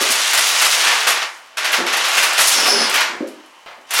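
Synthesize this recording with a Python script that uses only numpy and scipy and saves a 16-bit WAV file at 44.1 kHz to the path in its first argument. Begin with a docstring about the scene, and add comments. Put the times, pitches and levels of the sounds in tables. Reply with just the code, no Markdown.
"""Crackling and short rips: a large stapled sheet is being pulled off the ceiling of a bare room.
Creases buckle, fibres snap and the sheet pops off its staples. In one fast tear the threads snap
so evenly that they screech, while the taut part groans and the loose part flutters.
The worker knocks dully on the stepladder and scuffs once, over a faint steady whirr.
All is heard in mono from a few metres away."""
import sys
import numpy as np
from scipy import signal
from scipy.fft import rfft, irfft
from scipy.io import wavfile

SR = 44100
rng = np.random.default_rng(int(sys.argv[2]) if len(sys.argv) > 2 else 0)


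def log_audio(samples):
    """Write samples as a 16-bit WAV file to the path given in sys.argv[1]."""
    # one column per channel
    frames = np.atleast_2d(samples).T
    # limit to full scale, then quantise
    limited = np.clip(frames, -1, 1)
    pcm = np.round(limited * 32767).astype(np.int16)
    wavfile.write(sys.argv[1], SR, pcm)


N = 176400
T = np.arange(N) / SR


def from_db(db):
    """Decibels to gain."""
    return 10 ** (np.asarray(db) / 20)


def unit_rms(x):
    """Scale to an rms of 1."""
    return x / np.sqrt(np.mean(x ** 2) + 1e-20)


def at_hz(points, hz):
    """Read a curve on a log-frequency axis."""
    freqs, values = np.transpose(points)
    return np.interp(np.log(hz + 1e-3), np.log(freqs), values)


def fader(times, db):
    """Gain riding a dB curve, silent outside it."""
    return from_db(np.interp(T, times, db, left=-120, right=-120))


def decay(start, decay_s):
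    """Envelope with a hard attack and an exponential tail."""
    return (T >= start) * np.exp(-np.clip((T - start) / decay_s, 0, 20))


def filtered(x, kind, hz, order=2):
    """Butterworth low-pass or high-pass."""
    return signal.sosfilt(signal.butter(order, hz, kind, fs=SR, output="sos"), x + 1e-18)


def coloured(x, eq):
    """Apply an EQ curve at minimum phase, so clicks keep their attack; the result has an rms of 1."""
    gain = from_db(at_hz(eq, np.fft.rfftfreq(N, 1 / SR)))
    cepstrum = irfft(np.log(gain), N)
    cepstrum[1:N // 2] *= 2
    cepstrum[N // 2 + 1:] = 0
    return unit_rms(irfft(rfft(x) * np.exp(rfft(cepstrum)), N))


def drift(rate_hz):
    """Smooth random wander with an rms of 1."""
    return unit_rms(filtered(rng.standard_normal(N), "low", rate_hz))


def clicks(per_s, spread_db, rows=1):
    """Rows of random clicks of uneven size."""
    sizes = from_db(spread_db * np.minimum(rng.exponential(1, (rows, N)), 4))
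    return sizes * rng.choice([-1, 1], (rows, N)) * (rng.random((rows, N)) < per_s / SR)


def ring(x, hz, t60):
    """Resonator: a unit click sets a sine of height 1 ringing."""
    radius, angle = from_db(-60 / (t60 * SR)), 2 * np.pi * hz / SR
    return signal.lfilter([0, np.sin(angle)], [1, -2 * radius * np.cos(angle), radius ** 2], x + 1e-18)


# Reverb time of the bare room (frequency [Hz], T60 [s])
REVERB_TIMES = [(100, 0.48), (1500, 0.52), (4000, 0.21), (8000, 0.36), (16000, 0.22)]


def room(places, direct_share=0.5, predelay_s=0.0024):
    """Each row is a place in the room with its own dense tail, which dies sooner in the treble."""
    places = np.atleast_2d(places)
    t, hz = T[:SR // 2], np.fft.rfftfreq(SR // 2, 1 / SR)
    white = rfft(rng.standard_normal((len(places), len(t))))
    band_edges = np.linspace(0, np.sqrt(SR / 2), num=10) ** 2
    tail = 0
    for low, high in zip(band_edges, band_edges[1:]):
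        band = irfft(white * (hz >= low) * (hz < high), len(t))
        fade = from_db(-60 * t / at_hz(REVERB_TIMES, (low + high) / 2)) * (t > predelay_s)
        tail += band * fade / np.linalg.norm(fade)
    wet = signal.fftconvolve(places, tail, axes=1)[:, :N]
    heard = np.sqrt(direct_share) * places + np.sqrt(1 - direct_share) * wet
    return heard.sum(axis=0) / np.sqrt(len(places))


# Airy EQ of the background bed (frequency [Hz], level [dB])
WHIRR_EQ = [(35, -70), (60, -31), (745, 0), (1100, 3.5), (1340, -2.5), (3020, -6.5), (3320, -14),
            (11400, -28), (15800, -32)]
# Faint pitches in the bed (frequency [Hz], width [Hz], level [dB])
WHIRR_RESONANCES = [(896, 44, -63.5), (3020, 62, -58)]


def whirr():
    """A steady bed of airy noise with two narrow resonances."""
    bed = from_db(-47.5) * coloured(rng.standard_normal(N), WHIRR_EQ)
    for hz, width_hz, db in WHIRR_RESONANCES:
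        t60 = np.log(1000) / (np.pi * width_hz)
        bed += from_db(db) * unit_rms(ring(rng.standard_normal(N), hz, t60))
    return bed


# Mid-heavy EQ of the rub (frequency [Hz], level [dB])
SCUFF_EQ = [(200, -34), (600, 6), (2200, 2), (5000, -11), (12000, -43)]


def scuff():
    """One short, dull, grainy rub as the worker shifts."""
    grit = coloured(clicks(per_s=3200, spread_db=2.4), SCUFF_EQ)
    return from_db(-32) * decay(start=3.662, decay_s=0.059) * grit


# Knock cues; a lower cut-off is a softer hit (time [s], strength [dB], cut-off [Hz])
KNOCKS = [(0.01, -28.5, 930), (0.094, -36, 300), (1.781, -35, 500), (3.206, -21, 470), (3.229, -33, 700),
          (3.249, -43, 800), (3.78, -48, 900)]
# Boxy EQ of the thud (frequency [Hz], level [dB])
THUD_EQ = [(50, -47), (120, -32), (180, -19), (250, 2), (550, -2.5), (800, -6.5), (2000, -34), (8000, -73)]
# Low ringing modes that each knock sets off (frequency [Hz], relative level [dB], T60 [s])
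KNOCK_MODES = [(239, -1, 0.18), (255, 1.5, 0.16), (318, -5, 0.27), (385, -3, 0.26), (522, 0, 0.33),
               (574, 1, 0.26)]


def ladder_thumps(thud_trim_db=5.5, ring_trim_db=-2):
    """Each soft knock makes a short thud for the room to answer and sets low modes ringing."""
    push, thud = np.zeros((2, N))
    noise = coloured(rng.standard_normal(N), THUD_EQ)
    for start, db, cutoff_hz in KNOCKS:
        impulse = from_db(db) * (np.arange(N) == int(start * SR))
        burst = from_db(db + thud_trim_db) * noise * decay(start, decay_s=0.016)
        push += filtered(impulse, "low", cutoff_hz)
        thud += filtered(burst, "low", cutoff_hz)
    modes_ringing = sum(from_db(db + ring_trim_db) * ring(push, hz, t60) for hz, db, t60 in KNOCK_MODES)
    return filtered(room(thud) + modes_ringing, "high", hz=218, order=4)


# Fader ride of the flapping (time [s], level [dB])
FLUTTER_RIDE = [(1.765, -55), (1.795, -17.5), (1.825, -21.5), (1.86, -26), (1.92, -64), (2.499, -47),
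                (2.59, -21.5), (2.635, -29.5), (2.68, -24.5), (2.759, -25.5), (2.839, -21.5), (2.9, -57),
                (3.17, -29.5)]
# Muffled EQ of the flaps (frequency [Hz], level [dB])
FLUTTER_EQ = [(60, -33), (150, -18), (230, -3), (400, 4), (1000, -4.5), (1650, -1.5), (3500, -49)]


def flutter():
    """The freed sheet drums with quick, dull flaps."""
    flaps = coloured(clicks(per_s=400, spread_db=2.7), FLUTTER_EQ)
    return fader(*np.transpose(FLUTTER_RIDE)) * flaps


# Groan cues under the fast tear (centre time [s], half length [s], pitch [Hz], level [dB])
GROAN_CUES = [(2.593, .018, 769, -26.5), (2.689, 0.017, 740, -22), (2.738, 0.023, 597, -30),
              (2.753, .045, 407, -24.5), (2.8, .1, 229.7, -34.5)]


def groans(sag_per_s=0.35, wobble=0.016, flicker_db=1):
    """The taut sheet gives short, rough tones that swell and sag in pitch as the tension lets go."""
    out = 0
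    for centre, half_length, hz, db in GROAN_CUES:
        since = np.clip(T - centre, -half_length, half_length)
        pitch = hz * (1 - sag_per_s * since + wobble * drift(110))
        tone = np.sin(2 * np.pi * np.cumsum(pitch) / SR)
        flicker = from_db(flicker_db * drift(90))
        swell = np.cos(np.pi / 2 * since / half_length)
        out += from_db(db) * swell * unit_rms(tone * flicker)
    return out


# Pitch and fader ride of the screech (time [s], thread snap rate [Hz], level [dB])
SCREECH_RIDE = [(2.53, 5500, -22), (2.57, 5400, -19), (2.666, 5250, -21.5), (2.679, 5170, -14.5),
                (2.733, 5260, -13), (2.78, 5130, -16.5), (2.84, 5200, -16), (2.877, 5190, -25.5),
                (2.895, 5170, -35)]


def fast_tear(jitter=0.028, rough_db=4.5, weave_hz=798, weave_depth=0.52):
    """Threads snap one after another at a nearly even rate, which makes a rough screech."""
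    times, snap_hz, db = np.transpose(SCREECH_RIDE)
    speed = 1 + jitter * drift(178)
    phase = 2 * np.pi * np.cumsum(np.interp(T, times, snap_hz) * speed) / SR
    tone = np.sin(phase) + from_db(-14) * np.sin(1.93 * phase)  # upper partial just under the octave
    # The weave repeats every few threads and beats in the tear, adding side tones.
    weave = 1 + weave_depth * np.sin(2 * np.pi * weave_hz * np.cumsum(speed) / SR)
    roughness = from_db(rough_db * drift(370))
    return fader(times, db) * unit_rms(tone * weave * roughness)


# Staple pop cues (time [s], level [dB])
POP_CUES = [(1.091, -16), (1.72, -19), (1.865, -23), (1.936, -29), (1.97, -17), (2.084, -17.5),
            (2.333, -15.5), (2.411, -26), (2.897, -14), (2.941, -13.5), (3.007, -15.5), (3.46, -48),
            (3.937, -13.5)]
# Bright EQ of the sheet giving way, for pops and rips alike (frequency [Hz], level [dB])
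RIP_EQ = [(30, -16.5), (70, -31), (140, -26), (400, -9), (1500, -12), (4500, 3.5), (7500, 3.5),
          (10500, 4.5), (13000, -2), (16000, -19)]
CRISP_LOW_CUT_HZ = 6600


def staple_pops():
    """The sheet tears off each staple with a few milliseconds of very bright noise."""
    noise = coloured(rng.standard_normal(N), RIP_EQ)
    crisp = unit_rms(filtered(noise, "high", CRISP_LOW_CUT_HZ))
    return crisp * sum(from_db(db) * decay(start, decay_s=0.0039) for start, db in POP_CUES)


# Fader rides of the crackle over three pulls, before trim (time [s], body [dB], treble [dB])
PULL_RIDE = [(0, -16.5, -22), (0.22, -18.5, -21.5), (0.43, -20, -18), (0.56, -17, -20), (0.72, -18, -18),
             (0.9, -13.5, -24), (1.03, -19.5, -28), (1.12, -16, -34), (1.23, -21.5, -46),
             (1.31, -46.5, -45), (1.565, -47, -62), (1.58, -22.5, -40), (1.76, -16, -30.5),
             (1.84, -26, -44), (1.89, -19.5, -33), (2.2, -15, -24), (2.35, -17.5, -30.5),
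             (2.42, -18.5, -18.5), (2.53, -18.5, -17), (2.65, -15.5, -25), (2.72, -20.5, -30),
             (2.8, -17, -29.5), (2.91, -18, -34), (2.98, -13, -39), (3.08, -23.5, -66), (3.16, -37, -56),
             (3.25, -44.5, -59), (3.85, -62, -59), (3.9, -33.5, -45), (3.92, -22, -34), (4, -9.5, -12.5)]
# Rip cues where the sheet gives way, before trim (time [s], body [dB], treble [dB])
RIP_CUES = [(0.009, -21, -18.5), (0.106, -13, -13), (0.333, -2, -13.5), (0.376, -3, -11.5),
            (0.612, -0.5, -16), (0.648, -5.5, -13), (0.865, -3, -22), (0.91, -6, -23.5), (1.07, -0.5, -14),
            (1.097, -7, -18), (1.218, -10, -32), (1.572, -7.5, -27), (1.645, -5, -21.5), (1.73, -3, -20.5),
            (1.866, -6, -29), (1.928, -4, -24), (1.965, -7, -27), (2.041, -4, -21), (2.17, -0.5, -19),
            (2.225, -4, -17), (2.379, -2.5, -14), (2.403, -4.5, -11.5), (2.47, -22, -10.5),
            (2.66, -2.5, -20), (2.943, -3, -20), (3.004, -3.5, -34), (3.272, -39, -39), (3.907, -13, -24.5),
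            (3.937, -20, -20)]
# EQ of buckling creases, the body of the crackle (frequency [Hz], level [dB])
CREASE_EQ = [(60, -63), (130, -40.5), (250, -19.5), (500, -6.5), (900, 1), (1500, 3), (2700, 2.5),
             (4000, -3), (6000, -6.5), (8000, -16.5), (16000, -60)]
# EQ of snapping fibres, its treble (frequency [Hz], level [dB])
SNAP_EQ = [(200, -58), (500, -16), (1500, -9), (3000, 3), (4500, 1.5), (6200, 2), (7800, -2), (10000, -4),
           (13000, -14.5), (16000, -26)]


def pulled_sheet(rip_attack_s=0.0015, rip_hold_s=0.017, rip_release_s=0.0049):
    """Creases buckle and fibres snap at five places under the pull; each rip is a brighter burst."""
    times, body_db, treble_db = np.transpose(PULL_RIDE)
    crease_power = fader(times, body_db - 1.5) ** 2
    snap_power = fader(times, treble_db + 1.5) ** 2
    rip_power = 0
    for start, rip_body_db, rip_treble_db in RIP_CUES:
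        attack = np.clip((T - start) / rip_attack_s + 1, 0, 1)
        release = np.exp(-np.clip((T - start - rip_hold_s) / rip_release_s, 0, 20))
        burst = attack * release
        crease_power += (burst * from_db(rip_body_db - 10.5)) ** 2
        rip_power += (burst * from_db(rip_treble_db - 2)) ** 2
    creases = np.sqrt(crease_power) * coloured(clicks(per_s=1200, spread_db=2.5, rows=5), CREASE_EQ)
    snaps = np.sqrt(snap_power) * coloured(clicks(per_s=300, spread_db=4, rows=5), SNAP_EQ)
    rips = np.sqrt(rip_power) * coloured(clicks(per_s=800, spread_db=4.6, rows=5), RIP_EQ)
    # Lone crisp ticks from the nearest edge ride just under the treble.
    ticks = unit_rms(filtered(clicks(per_s=44, spread_db=4.2), "high", CRISP_LOW_CUT_HZ))
    tick_gain = from_db(-14) * np.sqrt(snap_power + rip_power)
    return room(creases + snaps + rips) + room(tick_gain * ticks)


def scene():
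    """Mix the sheet, the worker and the background bed, alike in both channels."""
    crackle = pulled_sheet()
    accents = room(fast_tear() + flutter() + staple_pops() + scuff())
    mono = crackle + accents + groans() + ladder_thumps() + whirr()
    return np.array([mono, mono])


def record(dry, ceiling=0.85, cutoff_hz=15900):
    """A soft clip rounds the loud peaks and a steep low-pass takes off the very top."""
    rounded = dry / (1 + (dry / ceiling) ** 4) ** (1 / 4)
    return signal.sosfilt(signal.ellip(12, 0.1, 80, cutoff_hz, fs=SR, output="sos"), rounded)


dry = scene()
out = record(dry)
log_audio(out)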